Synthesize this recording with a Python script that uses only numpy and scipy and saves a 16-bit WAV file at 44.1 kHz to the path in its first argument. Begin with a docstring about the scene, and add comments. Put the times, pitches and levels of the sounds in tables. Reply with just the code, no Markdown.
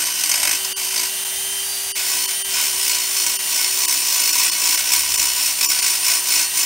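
"""A corded rotary tool grinds a cast metal housing on a workbench, heard in mono from close by.
From the start its motor whines at about 23,000 rpm over a rush of cooling air. Each stroke slows it,
and the burr (the cutting tip) bounces some sixty times a second, tearing off grit that rings the metal.
Just after 1 s the burr is lifted and the motor recovers. From 2 s it sweeps to and fro on a new spot,
about four strokes a second and ever harder. Around 5 s the hand leans in and the bench thuds more."""
import sys
import numpy as np
from scipy import signal
from scipy.fft import rfft, irfft
from scipy.io import wavfile
from scipy.ndimage import uniform_filter1d

SR = 44100
rng = np.random.default_rng(int(sys.argv[2]) if len(sys.argv) > 2 else 0)


def file_out(sig):
    """Save sig as 16-bit WAV at sys.argv[1]."""
    # one column per channel
    cols = np.atleast_2d(sig).T
    # limit, then scale
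    lim = np.clip(cols, -1, 1)
    pcm = np.round(lim * 32767).astype(np.int16)
    wavfile.write(sys.argv[1], SR, pcm)


N = 293265
TIME = np.arange(N) / SR
FREQ = np.arange(N // 2 + 1) * SR / N

# The three main motor tones as the tool is tilted: time_s, fan_db, octave_below_whine_db, whine_db
MOTOR_LEVELS = [(0, -36, -46, -39), (1.0, -39.5, -38, -31), (1.2, -40, -59, -31), (1.42, -36, -53, -26.5),
                (1.6, -35, -43, -34.5), (1.72, -58, -36, -32.5), (1.95, -50, -40, -31),
                (2.2, -35, -43.5, -30), (4.7, -43, -41, -30), (5.35, -34.5, -51, -30.5),
                (5.8, -48, -33.5, -25), (6.65, -39, -55, -35)]
# Weaker overtones of the spinning shaft: times_shaft_speed, level_db
SHAFT_OVERTONES = [(5, -47.5), (7, -49.5), (9, -79), (15, -43), (16, -38), (23, -36), (25, -38.5),
                   (36, -58)]
# Bearing tones, which lie between the overtones: times_shaft_speed
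BEARING_TONES = [4.083, 5.083, 9.17]
# Tone colour of the cooling air and the motor's brushes: pitch_hz, level_db
AIR_COLOUR = [(110, -19.5), (520, -18.5), (620, -6), (950, -5), (1150, -8), (1500, -6), (3000, 0),
              (6000, 0), (8000, 0.5), (9700, 0.5), (10400, -6.5), (11300, 0.5), (13000, -1), (15700, -1.5)]
# Tone colour of the workshop's rumble: pitch_hz, level_db
RUMBLE_COLOUR = [(20, -4), (48, -8), (75, 7.5), (120, -9.5), (170, -1.5), (400, -21), (900, -66)]
# Strokes of the burr: middle_s, length_s, level_db, shaft_drag_hz, bounce_rate_hz, bounce_depth_0_to_1
BURR_STROKES = [(0.024, 0.2, -22, 18.5, 62.4, .6), (0.282, .24, -21, 10.2, 47.6, 0.67),
                (0.494, 0.18, -20.5, 11, 48.6, .8), (0.817, .21, -28.5, 6.7, 55, 0.9),
                (1.003, 0.1703, -23.5, 1.53, 57, 0.99), (1.131, .17, -55, 5.4, 48.4, .8),
                (1.982, 0.075, -27.5, 1.09, 57.8, 0.26), (2.125, 0.21, -22, 8, 57.9, 0.24),
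                (2.28, .14, -26.5, 3.8, 53.3, 0.62), (2.604, .21, -21.5, 8.4, 69.98, 0.4),
                (2.901, .33, -21.5, 10, 56, 0.7), (3.237, 0.28, -21.5, 9.7, 53.05, 0.67),
                (3.594, .29, -21, 10.3, 62.24, 0.48), (3.873, .24, -19.5, 12.8, 64, 0.54),
                (4.145, .28, -20, 10.8, 55.1, 0.4), (4.397, .29, -18, 19.6, 57.93, 0.51),
                (4.701, 0.25, -18, 14.5, 55.1, 0.54), (4.955, .18, -19, 19, 70.1, 0.53),
                (5.199, .24, -18.5, 19, 76.23, 0.81), (5.441, .2, -20.5, 25, 60, 0.34),
                (5.66, .14, -16.5, 4.7, 67.8, .6), (5.863, 0.25, -19, 14.4, 55.84, 0.46),
                (6.109, .17, -18, 17.6, 57, 0.45), (6.354, 0.21, -18.5, 18.9, 59.97, .55),
                (6.602, .13, -19, 16.6, 51.96, 0.37)]
# Tone colour of the bare scrape: pitch_hz, first_spot_db, second_spot_db
SCRAPE_COLOUR = [(230, -25, -32.5), (535, -24.5, -29.5), (590, -16.5, -22.5), (1280, -14.5, -16),
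                 (2340, -3.5, -5), (3350, -9.5, -5.5), (5670, -1, -3.5), (8800, -3, -2),
                 (10500, -10.5, -10), (11330, -1.5, -4), (13400, -13, -17), (16050, -12, -1.5)]
# Ringing notes of the metal, relative to the scrape: pitch_hz, half_width_hz, first_spot_db, second_spot_db
METAL_NOTES = [(304.6, 21, 18.5, 22), (420, 43, 10, 16), (601, 11, 9, 9.5), (994, 40, 16.5, 19),
               (1128, 22, 12, 15), (1486, 58, 11.5, 7.5), (2187, 17, 4, 7), (2370, 55, 5, 7.5),
               (2586, 48, 6.5, 9), (3145, 33, 9.5, -4), (4375, 8.9, 4, 17), (4580, 13, 16.5, -6),
               (4830, 68, 2, 3), (5185, 118, 9, 8), (5287, 91, -6, 10.5), (5443, 38, 0, 11.5),
               (5670, 29, 2, 10.5), (5980, 53, 6, 9.5), (6290, 66, 3, 5.5), (7066, 102, -16, 10.5),
               (7970, 35, -1, 8), (8376, 45, 9, 7.5), (8570, 73, 11.5, -12), (9130, 20, 2, 16),
               (12070, 60.3, -7, 12), (13400, 110, 11, -2), (14280, 47, 1, 12.5), (14750, 83, -4, 12)]
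# Brief dips in the hiss, while the main tones carry on: middle_s, length_s, depth_db
HISS_DIPS = [(0.052, 0.012, -5), (.136, .014, -2.5), (0.748, 0.032, -29), (0.904, 0.014, -4),
             (1.244, 0.008, -11), (1.938, 0.028, -37), (2.271, 0.014, -25), (2.436, 0.016, -27),
             (3.381, 0.016, -27), (3.869, 0.016, -34), (4.319, 0.024, -9), (4.509, 0.015, -18),
             (4.766, 0.014, -14.5), (5.171, 0.014, -20), (5.676, 0.036, -21), (5.814, .011, -32),
             (5.92, 0.014, -3)]
# Moments when the burr catches hard on the metal: time_s, relative_peak_db
HARD_CATCHES = [(0.2363, 0), (0.2588, -2), (0.2942, -1), (0.3147, 2.5), (0.3403, 2), (0.4308, 0.5),
                (0.452, -1.5), (0.4735, 2), (0.493, -2), (0.512, 1), (0.6478, -5), (2.8785, 0),
                (2.8963, 1.5), (3.2651, 1), (4.2752, 0), (4.354, 2.5), (4.9186, 2.5), (4.9341, 4.5),
                (4.9626, 1), (5.1399, 1.5), (5.1952, 2.5), (5.6098, 1.5), (5.7152, 1), (5.7884, -1)]

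FREE_SHAFT_HZ, MAINS_HZ = 391, 50  # shaft turns a second with no load; the power supply
FULL_LOAD_DB = -21.5  # an ordinary stroke, which counts as load 1
SPOT_CHANGE_S = 1.5
LEAN_MIDDLE_S, LEAN_LENGTH_S = 5.22, 1  # the hand leans harder on the metal
TOP_HZ = 15750  # treble limit


def undb(db):
    """Turn decibels into a gain."""
    return 10 ** (np.asarray(db) / 20)


def unit(x):
    """Scale a signal to an average (rms) level of 1."""
    return x / np.sqrt(np.mean(x ** 2))


def spectra(table):
    """Turn each level column of a tone colour table into a gain for every frequency."""
    hz, *columns = np.transpose(table)
    return [undb(np.interp(np.log(FREQ + 1), np.log(hz), db)) for db in columns]


def colour(x, gain):
    """Filter a sound by the given gains so that peaks ring after a blow, never before it."""
    cepstrum = irfft(np.log(gain + 1e-9), N)
    cepstrum[1:N // 2] *= 2
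    cepstrum[N // 2:] = 0
    return irfft(rfft(x) * np.exp(rfft(cepstrum)), N)


def wander(rate_hz):
    """A smooth random curve of size about 1 that changes about rate_hz times a second."""
    hold = max(int(SR / rate_hz), 2)
    steps = np.repeat(rng.standard_normal(N // hold + 1), hold)
    return unit(uniform_filter1d(uniform_filter1d(steps, hold), hold)[:N])


def ripple(spacing_hz, depth_db):
    """Small peaks and notches in tone colour, from crowded weak resonances and nearby surfaces."""
    heights = rng.standard_normal(4096)
    return undb(depth_db * np.interp(FREQ / spacing_hz, np.arange(len(heights)), heights))


def resonance(hz, half_width_hz):
    """Power gain of two resonances close together: one peak with steep sides."""
    return 1 / (1 + ((FREQ - hz) / half_width_hz) ** 2) ** 2


def push(middle_s, length_s):
    """A smooth push of the hand: 1 at its middle, 0 well outside its length."""
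    return np.exp(-np.abs(2 * (TIME - middle_s) / length_s) ** 2.9)


def tone(turns, db, waver_db, smear):
    """One tone whose level and phase (smear, in radians) waver as the hands move the tool."""
    level = undb(db + waver_db * wander(9))
    return np.sqrt(2) * level * np.sin(2 * np.pi * turns + smear * wander(45))


def motor(load, slowdown_hz):
    """The shaft hums, its 8-blade fan sings and its 24 turning contacts (the commutator) whine."""
    wobble = (0.000487 + 0.001212 * load) * wander(16)
    shaft = np.cumsum((FREE_SHAFT_HZ - slowdown_hz) * (1 + wobble)) / SR  # turns so far
    fan, commutator, mains_pulses = 8 * shaft, 24 * shaft, 2 * MAINS_HZ * TIME
    time_s, *levels = np.transpose(MOTOR_LEVELS)
    fan_db, octave_below_db, whine_db = [np.interp(TIME, time_s, db) for db in levels]
    # the hum fades as the motor slows and as the hand leans in
    hum_db = -45.5 - 0.45 * slowdown_hz - 3.5 * push(LEAN_MIDDLE_S, LEAN_LENGTH_S)
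    main = tone(shaft, hum_db, waver_db=1.95, smear=0.068)
    main += tone(fan, fan_db, waver_db=1.5, smear=0.073)
    # the biting burr jolts the shaft, which roughens the highest tones
    main += tone(commutator / 2, octave_below_db, waver_db=1.5, smear=0.2 + 0.5 * load)
    main += tone(commutator, whine_db - 2 * load, waver_db=2, smear=0.4 + 0.9 * load)
    weak = 0
    for multiple, db in SHAFT_OVERTONES:
        weak += tone(multiple * shaft, db, waver_db=2, smear=0.4 + 0.5 * load)
    for multiple in BEARING_TONES:
        weak += tone(multiple * shaft, db=-52, waver_db=2, smear=0.15)
    # the mains drives the motor in pulses, adding a row of tones below the fan's
    for step, db in enumerate([-45, -44, -44], start=1):
        main += tone(fan - step * mains_pulses, db, waver_db=2.5, smear=0.5)
    coil_hum = tone(2 * mains_pulses, db=-60.5, waver_db=2.1, smear=0.05)
    return main, weak + coil_hum


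def cooling_air():
    """Air rushes evenly through the vents, with a hollow note from the work corner."""
    hollow = np.sqrt(1 + undb(12) ** 2 * resonance(hz=288.6, half_width_hz=14))
    gain = spectra(AIR_COLOUR)[0] * hollow * ripple(spacing_hz=71.8, depth_db=0.5)
    return undb(-25 + 0.25 * wander(5)) * unit(colour(rng.standard_normal(N), gain))


def workshop_rumble():
    """The room rumbles, low and faint."""
    rumble = colour(rng.standard_normal(N), spectra(RUMBLE_COLOUR)[0])
    return undb(-60 + 2 * wander(6)) * unit(rumble)


def strokes():
    """Each stroke makes the burr bite and bounce, and drags down the motor, whose speed follows late."""
    middle_s, length_s, db, drag_hz, bounce_hz, depth = np.transpose(BURR_STROKES)
    pushes = push(middle_s[:, None], length_s[:, None])
    lag_s, start_slowdown_hz = 0.154, 8.4
    memory = np.exp(-1 / (lag_s * SR))
    slowdown_hz = signal.lfilter([1 - memory], [1, -memory], drag_hz @ pushes)
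    slowdown_hz += start_slowdown_hz * np.exp(-TIME / lag_s)
    bite = np.hypot(undb(db) @ pushes, undb(-40))  # a faint rub remains between strokes
    return bite, slowdown_hz, np.interp(TIME, middle_s, bounce_hz), np.interp(TIME, middle_s, depth)


def burr_force(bite, bounce_hz, depth):
    """The burr presses on the metal with steady rubbing, uneven bounces and a few hard catches."""
    cycle = np.cumsum(bounce_hz * (1 + 0.046 * wander(30))) / SR
    size_db = 1.07 * np.clip(rng.standard_normal(1024), -2, 2)
    shape = np.sin(np.pi * (cycle % 1) ** 0.72) ** 1.84  # digs in quickly, lets go more slowly
    catches, thrown_clear = hard_catches()
    bounces = unit(undb(size_db)[cycle.astype(int)] * shape) * (1 - thrown_clear)
    return np.hypot(bite * unit(1 - depth + depth * bounces), catches)


def knocks(force):
    """Sharpen the peaks of the force but keep its power: these blows set the metal ringing."""
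    peaks = force ** 2.4
    power, peak_power = (uniform_filter1d(x ** 2, size=900) for x in (force, peaks))
    return peaks * np.sqrt(np.abs(power) / (np.abs(peak_power) + 1e-18))


def grit(spread_db):
    """A dense spray of chips of uneven size, each a tiny burst of noise."""
    chips = np.repeat(rng.standard_normal(N // 8 + 1), 8)[:N]
    return unit(rng.standard_normal(N) * undb(spread_db * np.clip(chips, -2.5, 2.5)))


def grinding(force):
    """Chips scrape the metal and make it ring; each of the two spots favours its own notes."""
    hz, half_width_hz, *note_db = np.transpose(METAL_NOTES)
    peaks = resonance(hz[:, None], half_width_hz[:, None])
    coarse, fine = ripple(spacing_hz=29.96, depth_db=3.5), ripple(spacing_hz=18, depth_db=2.28)
    blows = knocks(force)
    spots = [TIME < SPOT_CHANGE_S, TIME >= SPOT_CHANGE_S]
    scrape, ring = 0, 0
    for on_spot, bare_scrape, db in zip(spots, spectra(SCRAPE_COLOUR), note_db):
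        # notes above about 9.5 dB ring at every bounce; weaker ones only colour the scrape
        strong = 1 / (1 + np.exp(2 * (9.5 - db)))
        power = undb(db) ** 2
        rubbing = bare_scrape * coarse * np.sqrt(1 + (power * (1 - strong)) @ peaks)
        ringing = bare_scrape * fine * np.sqrt((power * strong) @ peaks)
        total = np.sqrt(np.mean(rubbing ** 2 + ringing ** 2, where=FREQ < TOP_HZ) * 2 * TOP_HZ / SR)
        scrape += colour(on_spot * force * grit(spread_db=3.5), rubbing / total)
        ring += colour(on_spot * blows * grit(spread_db=0.5), ringing / total)
    return undb(1) * scrape, undb(2) * ring


def burr_drift(scrape, below_hz, swing_db):
    """As the burr drifts over the metal, the low part of the scrape swells and fades."""
    low = signal.sosfilt(signal.butter(1, below_hz, fs=SR, output="sos"), scrape)
    return scrape + low * (undb(swing_db * wander(11)) - 1)


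def bench_thud(force):
    """The bounces thud faintly through the bench, louder while the hand leans in."""
    bass_band = signal.butter(1, [55, 110], "band", fs=SR, output="sos")
    thud = signal.sosfilt(bass_band, force * (1 + 0.5 * wander(110)))
    return undb(-64.5 + 12 * push(LEAN_MIDDLE_S, LEAN_LENGTH_S)) * unit(thud)


def hiss_dips():
    """The hiss drops away for an instant now and then: a gain of 1 with short, steep dips."""
    return undb(sum(db * np.exp(-(2 * (TIME - middle_s) / length_s) ** 4)
                    for middle_s, length_s, db in HISS_DIPS))


def hard_catches():
    """The burr snags with a sharp jolt and is thrown clear, skipping its ordinary bounce."""
    rise_s = 0.0029
    jolts, thrown_clear = np.zeros(N), np.zeros(N)
    for time_s, db in HARD_CATCHES:
        age = np.maximum(TIME - time_s + 0.0016, 0) / rise_s
        jolts += undb(db - 14.5) * age * np.exp(1 - age)
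        thrown_clear = np.maximum(thrown_clear, np.abs(TIME - time_s - rise_s) < 0.012)
    return jolts, uniform_filter1d(thrown_clear, size=128)


def scene():
    """The strokes load the motor and drive the grinding; both ears hear the same."""
    bite, slowdown_hz, bounce_hz, depth = strokes()
    force = burr_force(bite, bounce_hz, depth)
    scrape, ring = grinding(force)
    main_tones, weak_tones = motor(bite / undb(FULL_LOAD_DB), slowdown_hz)
    scrape = burr_drift(scrape, below_hz=1700, swing_db=4)
    thud = bench_thud(force / np.sqrt(bite))  # grows more slowly than the bite
    noise = scrape + thud + workshop_rumble() + cooling_air()
    dips = hiss_dips()  # the weak tones and the ring dip less than the noise
    mono = main_tones + weak_tones * dips ** 0.39 + ring * dips ** 0.15 + noise * dips
    return np.array([mono, mono])


def record(dry):
    """The hardest peaks are softly rounded off, and the highest treble is cut steeply."""
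    rounded = dry / (1 + (dry / 0.85) ** 6) ** (1 / 6)
    return irfft(rfft(rounded) / np.sqrt(1 + (FREQ / TOP_HZ) ** 600), N)


dry = scene()
out = record(dry)
file_out(out)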